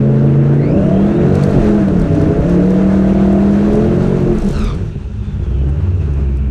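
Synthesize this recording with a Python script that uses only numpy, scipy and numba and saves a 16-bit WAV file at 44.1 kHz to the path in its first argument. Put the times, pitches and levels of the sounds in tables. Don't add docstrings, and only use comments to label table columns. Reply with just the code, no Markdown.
import sys
import numpy as np
from scipy import signal
from scipy.fft import rfft, irfft
from scipy.io import wavfile
from scipy.ndimage import uniform_filter1d
from numba import njit

SR = 44100
rng = np.random.default_rng(int(sys.argv[2]) if len(sys.argv) > 2 else 0)


def gain_from_db(level_db):
    decades = np.asarray(level_db, float) / 20
    return 10 ** decades


def file_out(sig):
    cols = np.atleast_2d(sig).T
    lim = np.clip(cols, -1, 1)
    pcm = np.round(lim * 32767).astype(np.int16)
    wavfile.write(sys.argv[1], SR, pcm)


N = 286650


def noise():
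    return rng.standard_normal(N)


def unit(x):
    return x / np.sqrt(np.mean(x ** 2))


def curves(table):
    s, *columns = np.transpose(table)
    return [np.interp(np.arange(N) / SR, s, c) for c in columns]


def gate(table, fade_s=0.016):
    t = np.arange(N) / SR
    return np.clip(np.minimum(t - table[0][0], table[-1][0] - t) / fade_s, 0, 1)


def walk(rate):
    hold = int(SR / rate)
    levels = np.repeat(rng.standard_normal(N // hold + 1), hold)
    return 1.3 * uniform_filter1d(uniform_filter1d(levels, hold), hold)[:N]


@njit
def band(x, hz, width):
    y, b, l = np.empty(len(x)), 0., 0.
    for i in range(len(x)):
        g, k = np.tan(np.pi * hz[i] / SR), width / hz[i]
        v = (b + g * (x[i] - l)) / (1 + g * (g + k))
        b, l, y[i] = 2 * v - b, l + 2 * g * v, k * v
    return y


def ring(x, hz, width):
    return band(x, np.full(len(x), float(hz)), float(width))


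def coloured(spectrum, flicker_db, rate):
    hz, db = np.transpose(spectrum)
    octave = np.log2(np.maximum(np.fft.rfftfreq(N, 1 / SR), 1))
    shaped = rfft(noise()) * gain_from_db(np.interp(octave, np.log2(hz), db, left=-120, right=-120))
    out = 0
    for centre in np.arange(np.log2(hz[0]), np.log2(hz[-1]) + .5, .5):
        part = irfft(shaped * np.clip(1 - 2 * abs(octave - centre), 0, 1), N)
        out = out + part * gain_from_db(flicker_db * walk(rate))
    return unit(out)


# time [s], load [dB], airflow [dB].
EFFORT_CURVE = [(0.04, -18, -57), (0.2, -17.5, -56), (0.68, -16.5, -55), (0.91, -15.5, -52.5),
                (1.2, -14.5, -52), (1.51, -14, -45), (1.92, -16, -51), (2.12, -16, -49.5),
                (3.17, -16.5, -50), (3.74, -15.5, -48), (4.32, -16.5, -50), (4.34, -18, -52.5),
                (4.52, -25.5, -46.5), (4.87, -31.5, -55.5), (4.94, -38.5, -59), (5.69, -29, -60),
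                (6.06, -28.5, -58.5), (6.42, -30, -63)]


def effort(full_db, per_load_db, per_air_db):
    load_db, air_db = curves(EFFORT_CURVE)
    return full_db + per_load_db * (load_db + 15) + per_air_db * (air_db + 48)


def hiss_level():
    return effort(-45, 0.022, 0.94)


# time [s], four-stroke cycle rate [Hz].
CYCLE_RATE = [(0.0, 26.5), (0.27, 27.7), (0.6, 28.7), (0.72, 30.0), (0.9, 36.6), (1.27, 45.8), (1.36, 47.8),
              (1.53, 49.2), (1.6, 42.6), (1.78, 41.0), (2.06, 32.2), (2.27, 31.1), (2.5, 35.1),
              (2.83, 38.3), (3.15, 38.7), (3.62, 40.6), (4.1, 46.5), (4.18, 45.9), (4.42, 42.0),
              (4.68, 25.5), (5.03, 16.2), (6.5, 17.3)]


def speed():
    late_s = np.maximum(np.arange(N) / SR - 5.03, 0)
    hunt_hz, period_s, fade_s = 2.4, 1.17, 2
    return curves(CYCLE_RATE)[0] - hunt_hz * np.sin(2 * np.pi * late_s / period_s) * np.exp(-late_s / fade_s)


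def trend(hz, window):
    return uniform_filter1d(np.gradient(np.log(hz)) * SR, size=window)


def raggedness(hz):
    return np.clip(-trend(hz, SR // 4) - .7, 0, 1)


def crank(hz):
    cycle = np.cumsum(hz * (1 + (.003 + .06 * raggedness(hz)) * walk(25))) / SR
    loud_firing_s = 3.0685
    return cycle - cycle[int(loud_firing_s * SR)] % 1


def pump():
    out = 0
    for hz, width_hz, db in ((2610, 700, -54), (1360, 140, -60)):
        whirr = unit(ring(ring(noise(), hz, width_hz), hz, width_hz))
        out = out + gain_from_db(db + 1.7 * walk(27)) * whirr
    return out


# time [s], level [dB].
FLOOR_JOLTS = [
    (.81, -27.5),
    (1.54, -15.5),
    (1.99, -17),
    (2.39, -17),
    (3.17, -28),
    (3.73, -18.5),
    (4.291, -26.5),
    (4.58, -12.5),
    (4.85, -45),
    (6.1, -33),
]


def floor_pan():
    t = np.arange(N) / SR
    rolling_s, standing_db_per_s, rise_s, fall_s = 1, 16, 0.034, 0.11
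    level = gain_from_db(-31 + standing_db_per_s * np.minimum(t - rolling_s, 0))
    for s, db in FLOOR_JOLTS:
        level = level + gain_from_db(db) * np.exp(-np.maximum((s - t) / rise_s, (t - s) / fall_s))
    return level * unit(ring(ring(noise(), 38, 40), 38, 53))


FIRING_SIZE = (1.5, .3, .8, 1.0, .2, .8, .35, .25)


def firings(cycle):
    slot = (8 * cycle).astype(int)
    return slot, np.array(FIRING_SIZE)[slot % 8]


# frequency [Hz], level per Hz [dB].
ROAR_COLOUR = [(600, -33.5), (800, -1), (920, -3.5), (1230, -5), (1450, -4.5), (1900, -10), (2350, -14),
               (2750, -14), (3200, -25.5), (5000, -38)]
# frequency [Hz], level per Hz [dB].
HISS_COLOUR = [(3000, 1), (4200, -1.5), (4900, -6), (6000, -4), (8000, -11), (9200, -11), (9700, -26),
               (10700, -20), (11600, -31), (14200, -36)]


def flow(cycle):
    size = firings(cycle)[1]
    puff = size * np.exp(-(8 * cycle % 1) / 0.61)
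    shake = walk(30)
    roar = unit(coloured(ROAR_COLOUR, 1.0, 16) * (4.6 + puff) * gain_from_db(1.1 * shake))
    grit = (rng.random(N) < 400 / SR) * gain_from_db(2.8 * rng.exponential(size=N))
    grit = np.convolve(grit, np.exp(-np.arange(200) / 30.0))[:N]
    hiss = unit(coloured(HISS_COLOUR, 0.76, 28) * (1 + 0.069 * grit) * gain_from_db(shake))
    return gain_from_db(effort(-32, 0.52, 0.4)) * roar + gain_from_db(hiss_level()) * hiss


def buzz(cycle):
    turn = np.diff((2 * cycle).astype(int), prepend=0) > 0
    hit = .6 * turn + .5 * (rng.random(N) < 320 / SR)
    hit = hit * gain_from_db(4 * np.minimum(rng.exponential(size=N), 4))
    taps = np.convolve(hit, np.hanning(36))[:N] * noise()
    return gain_from_db(2 * hiss_level() + 24) * unit(ring(taps, 11500, 9000))


# time [s], peak [dB].
TRIM_SNAPS = [(0.8675, -50), (1.1673, -47), (1.2277, -51.5), (1.2526, -54), (1.3478, -45), (1.4364, -41),
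              (1.437, -41.5), (1.4902, -44.5), (1.501, -51), (1.566, -47.5), (1.6416, -46), (1.707, -47.5),
              (1.7843, -46), (1.982, -47), (1.9974, -41.5), (2.016, -42.5), (2.178, -44), (2.2168, -42),
              (2.2814, -43.5), (2.4065, -41), (2.4948, -47.5), (2.705, -46), (2.868, -46.5), (2.941, -50),
              (3.018, -50), (3.0997, -47), (3.1903, -48), (3.2848, -51), (3.404, -47), (3.512, -45.5),
              (3.5968, -45), (3.6873, -42.5), (3.7315, -45.5), (3.7513, -44), (4.174, -55.5),
              (4.205, -42.5), (4.228, -44), (4.305, -53.5), (4.3271, -48.5), (4.346, -52), (4.3625, -45.5),
              (4.3843, -43.5), (4.4035, -42), (4.42, -42), (4.4429, -44.5), (4.4862, -43), (4.51, -44),
              (4.528, -43), (4.588, -43), (4.6444, -41), (4.7492, -50.5), (4.8546, -50), (4.8947, -59.5),
              (5.691, -66), (5.7092, -56.5), (5.9539, -56.5), (6.2083, -56), (6.369, -56)]


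def snaps():
    s, db = np.transpose(TRIM_SNAPS)
    hits = np.zeros(N)
    hits[(s * SR).astype(int)] = gain_from_db(db + 5)
    decay_ms = .7
    hits = np.convolve(hits, np.exp(-np.arange(220) / SR * 1000 / decay_ms))[:N] * noise()
    return ring(hits, 9600, 12000)


# time [s], peak [dB], ring frequency [Hz].
METAL_KNOCKS = [(1.353, -26.5, 4440), (1.436, -24.5, 4500), (1.508, -34, 4930), (1.689, -36, 5560),
                (1.883, -33, 4600), (1.996, -32, 5620), (2.0158, -31, 4510), (2.151, -35.5, 5980),
                (2.215, -30.5, 4660), (2.495, -30.5, 6000), (2.7047, -32, 5770), (3.3278, -35, 5970),
                (3.7312, -33.5, 6110), (3.7534, -33.5, 5890), (4.3285, -44, 5800), (4.349, -34.5, 4500),
                (4.3842, -32.5, 6650), (4.401, -36.5, 4500), (4.42, -32.5, 5900), (4.447, -33, 6060),
                (4.464, -35, 5550), (4.487, -30, 6080), (4.508, -29.5, 6000), (4.528, -34.5, 5400),
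                (4.589, -31.5, 5120), (4.642, -28, 5840), (4.7484, -36.5, 5500), (5.692, -40, 2400),
                (6.1355, -44.5, 5900), (6.3702, -41, 5840)]


def rattles():
    out, t = np.zeros(N), np.arange(2200) / SR
    swell_ms, halo_ms, halo_db = 1.5, 13, -11
    peak_s = t[-1] / 2
    from_peak_ms = (t - peak_s) * 1000
    halo = gain_from_db(halo_db) * np.exp(-(from_peak_ms / halo_ms) ** 2)
    for s, db, hz in METAL_KNOCKS:
        long_ms = swell_ms * gain_from_db(max(db + 30.5, 0))
        burst = rng.standard_normal(len(t)) * (np.exp(-(from_peak_ms / long_ms) ** 2) + halo)
        knock = 0.53 * ring(burst, 7800, 3000) + 1.1 * ring(burst, hz, 1500)
        i = int((s + swell_ms / 700 - peak_s) * SR)
        out[i:i + len(t)] += (gain_from_db(db - 0.5) * knock)[:N - i]
    return signal.sosfilt(signal.butter(2, 10400, fs=SR, output="sos"), out)


def tone(table, wobble, overtones_db=()):
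    hz, db = curves(table)
    phase = 2 * np.pi * np.cumsum(hz * (1 + wobble * walk(150))) / SR
    wave = sum(gain_from_db(d) * np.sin((k + 1) * phase) for k, d in enumerate((0, *overtones_db)))
    return np.sqrt(2) * gate(table) * gain_from_db(db + 2.0 * walk(40)) * wave


# time [s], frequency [Hz], level [dB].
GEAR_MESH = [
    (1.9, 305.6, -25),
    (2.2, 298, -19.5),
    (2.32, 312, -29),
    (3.0, 315.8, -24.5),
]
SLIPPING_CONVERTER = [
    (0.25, 328.4, -21),
    (0.58, 336, -22),
    (0.68, 338, -30),
]
SPINNING_SHAFT = [
    (2.45, 62.45, -29),
    (2.8, 62.6, -26),
    (3.3, 63.7, -21),
    (3.75, 80, -31.5),
]
HOPPING_WHEELS = [
    (3.85, 28.38, -33),
    (4.4, 26.9, -19),
    (4.6, 26.7, -27),
]


def driveline():
    gears = tone(GEAR_MESH, 0.002) + tone(SLIPPING_CONVERTER, 0.0096)
    return gears + tone(SPINNING_SHAFT, .004) + tone(HOPPING_WHEELS, 0.0019, (-3,))


def whistle(table, width, overtones_db=()):
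    hz, db = curves(table)
    out = 0
    for k, d in enumerate((0, *overtones_db), 1):
        air = band(band(noise(), k * hz, k ** .5 * width), k * hz, k ** .5 * width)
        out = out + gain_from_db(d + 1.6 * walk(70)) * unit(air)
    return gate(table) * gain_from_db(db) * out


# time [s], frequency [Hz], level [dB].
WHISTLE_UP = [(.43, 1200, -50), (.485, 1350, -41), (.56, 1800, -45), (.67, 2280, -41), (.75, 2650, -47),
              (.85, 2850, -49), (1.1, 3500, -54), (1.36, 4250, -55), (1.42, 4400, -64)]
WHISTLE_DOWN = [(4.8, 3650, -66), (5.17, 3600, -67), (5.28, 3570, -56), (5.4, 3450, -63), (5.6, 3020, -58),
                (5.8, 2800, -61), (5.97, 2680, -58), (6.15, 2450, -59), (6.5, 2250, -60)]
# time [s], frequency [Hz], level [dB].
VALVE_CHIRP = [
    (4.52, 1440, -56),
    (4.545, 1390, -45),
    (4.61, 1280, -42),
    (4.655, 1210, -40),
    (4.725, 1125, -44),
    (4.77, 1100, -62),
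]
VALVE_AIR = [
    (4.33, 8100, -60),
    (4.45, 8200, -57),
    (4.62, 8100, -53),
    (4.72, 7860, -64),
]


def turbo():
    spool = whistle(WHISTLE_UP, 240., (-15,)) * gain_from_db(1.5 * walk(30) + 1)
    spool = spool + whistle(WHISTLE_DOWN, 260.) * gain_from_db(4 + 3 * walk(25))
    flutter_hz = 150 * (1 + .2 * walk(40))
    flutter = 1 + .45 * np.sin(2 * np.pi * np.cumsum(flutter_hz) / SR)
    chirp = gain_from_db(7) * flutter * whistle(VALVE_CHIRP, 250., (-6, -6, -13, -17))
    return spool + chirp + whistle(VALVE_AIR, 2600.)


# time [s], peak [dB], panel
# note [Hz], swell [ms].
OVERRUN_BURBLES = [(3.981, -17.5, 89, 98), (4.302, -18, 355, 66), (4.47, -19, 207, 42),
                   (4.521, -19, 141.6, 69), (4.61, -15, 211, 34), (4.63, -24, 413, 28),
                   (4.781, -18.5, 177, 44), (4.799, -14, 93, 50), (5.2, -18.5, 100.4, 66),
                   (5.31, -28.5, 202, 72), (5.399, -16.5, 91.7, 69), (5.521, -25.5, 139, 89),
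                   (5.648, -29.5, 341, 55), (5.7, -36, 764, 12)]


def burbles():
    t, wobble = np.arange(N) / SR, 0.44 * walk(30)
    out = 0
    for s, db, hz, ms in OVERRUN_BURBLES:
        swell = np.exp(-((t - s) * 1000 / ms) ** 2)
        out = out + gain_from_db(db) * swell * np.sin(2 * np.pi * hz * (t - s) + wobble)
    return out


# frequency [Hz], width [Hz], level [dB].
CABIN_NOTES = [(45.6, 73, -6.5), (73, 11, 0.5), (88, 12, 2), (147.3, 10.7, 6), (206.6, 11.9, 1.5),
               (299.8, 29, -2.5), (351, 11.3, 1), (417.3, 15.2, -2), (472.4, 39, -7), (569.7, 27.7, -10),
               (661.3, 55, -11), (925, 1400, -34.5), (1410, 350, -27)]


def cabin(x, throttle_db):
    rings = [(-1) ** k * gain_from_db(db) * ring(x, hz, w) for k, (hz, w, db) in enumerate(CABIN_NOTES)]
    low = sum(rings[:5]) + gain_from_db(throttle_db / 3) * sum(rings[6:8])
    high = sum(rings[8:], rings[5])
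    muffled = signal.sosfilt(signal.butter(2, 520, fs=SR, output="sos"), low)
    open_part = signal.sosfilt(signal.butter(3, 1500, fs=SR, output="sos"), high)
    return (muffled + gain_from_db(throttle_db) * open_part) / np.sqrt(np.mean((low + high) ** 2))


# frequency [Hz], width [Hz], level [dB].
SHELL_NOTES = [(66.3, 17.7, 18.5), (94.7, 6.8, 16.5), (139.8, 40.5, 0.5), (180, 26, -4), (197.5, 31.3, -3),
               (214.5, 43, -9.5), (251, 66, -18), (352, 47, -8.5), (310, 100, -15.5), (374, 16, -19.5)]


def shell(hz):
    return sum(gain_from_db(db) / (1 + (2 * (hz - centre) / w) ** 2) ** 1.5 for centre, w, db in SHELL_NOTES)


# time [s], depth [dB].
IGNITION_STUMBLES = [(3.139, -10), (.9, -5), (1.135, -7), (1.4, -5), (1.85, -2), (2.08, -8), (2.16, -6),
                     (2.25, -8), (2.345, -8), (2.42, -7), (4.41, -7), (5.135, -10), (5.255, -10),
                     (5.455, -10)]


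def stumbles():
    t = np.arange(N) / SR
    return sum(db * np.exp(-((t - s) * 1000 / 9) ** 2) for s, db in IGNITION_STUMBLES)


def order(k, cycle):
    phase = np.angle(np.fft.fft(FIRING_SIZE))[k % 8] if k < 14 else np.pi * (1 - .12 * k)
    return np.sqrt(2) * np.cos(2 * np.pi * k * cycle + phase)


STRONG_ORDERS = (5, 3, 4, 8, 2, 6)
# level at full load [dB], follow [dB per load dB], tilt [dB per Hz above the knee],
# change while revs surge [dB], change while they fall [dB].
STRONG_LEVELS = [(-9, 0.54, -0.5, -3.5, -1), (-29.5, 2.2, 5, -6, -3.5), (-22.5, 0.7, 2, 3.5, 0.5),
                 (-8, 0.98, -0.7, -0.5, -1), (-39, 4.3, 1.5, 1.5, 2), (-26.5, 1.1, 2, 12, 10)]


def strong_orders(hz, cycle, surge, coast, ragged):
    above_knee = np.clip(hz - 40.8, 0, 3.1)
    sway_db = 0.4 + 1.6 * surge + 3.2 * coast + 20 * ragged
    out = 0
    for k, (full_db, follow, tilt, surge_db, coast_db) in zip(STRONG_ORDERS, STRONG_LEVELS):
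        db = effort(full_db, follow, 0) + surge_db * surge + coast_db * coast
        db = db + tilt * above_knee - 7 * ragged + sway_db * np.minimum(walk(40), .22)
        if k == 5:
            db = db - 2.8 * np.maximum(21 - hz, 0)
        out = out + gain_from_db(db) * shell(k * hz) * order(k, cycle)
    return out


# order, level [dB].
UPPER_ORDERS = [(1, -14.5), (7, -2.5), (9, 4.5), (10, 6), (11, -6), (12, -5), (13, 6), (14, 2.5), (15, -9),
                (16, 5.5), (17, 4), (18, 6), (19, -24.5), (20, -8.5), (21, 6.5), (22, -24), (23, -16),
                (24, 0), (25, -19), (26, -19.5), (27, -8), (29, -3.5), (32, 5)]


def engine(hz, cycle):
    rest_db, misfire_db = effort(-16, 0.95, .01), effort(-17, 0.44, 0.02)
    throttle_db = effort(3.23, 0.67, 0.033)
    ragged, swing = raggedness(hz), trend(hz, SR // 10)
    surge, coast = np.clip(swing, 0, 1), np.clip(-swing, 0, 1)
    rest_db = rest_db - 2 * surge - 6 * coast
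    misfire_db = misfire_db + 2.5 * (surge + coast)
    lead = strong_orders(hz, cycle, surge, coast, ragged)
    rest = sum(gain_from_db(db + 3.6 * walk(6)) * order(int(round(k)), cycle) for k, db in UPPER_ORDERS)
    rest = gain_from_db(rest_db + 7 * ragged) * cabin(rest, throttle_db)
    slot, size = firings(cycle)
    fired = np.diff(slot, prepend=0) > 0
    uneven = fired * rng.standard_normal(slot[-1] + 1)[slot] * size
    uneven = uneven / np.sqrt(hz) + 0.012 * noise()
    steady_db = -2.5 * (1 - np.maximum(surge, coast))
    chance = gain_from_db(misfire_db + 0.5 * ragged) * cabin(uneven, throttle_db + steady_db)
    bark = unit(ring(ring(1. * (fired & (slot % 8 == 1)), 659, 286), 659, 286))
    bark = gain_from_db(-26 + rest_db + throttle_db + 1.5 * np.minimum(hz - 29, 0)) * bark
    return gain_from_db(stumbles()) * (lead + rest - bark + chance)


def scene():
    hz = speed()
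    cycle = crank(hz)
    background = pump() + floor_pan() + flow(cycle)
    metal = buzz(cycle) + snaps() + rattles()
    mix = background + metal + driveline() + turbo() + burbles() + engine(hz, cycle)
    return mix[None, :] * np.minimum(np.arange(N) / 200, 1)


def roll_off(x):
    return signal.sosfilt(signal.butter(12, 15200, fs=SR, output="sos"), x)


def record(dry):
    ceiling = .95
    mix = ceiling * np.tanh(0.98 * dry / ceiling)
    return roll_off(mix)


dry = scene()
out = record(dry)
file_out(out)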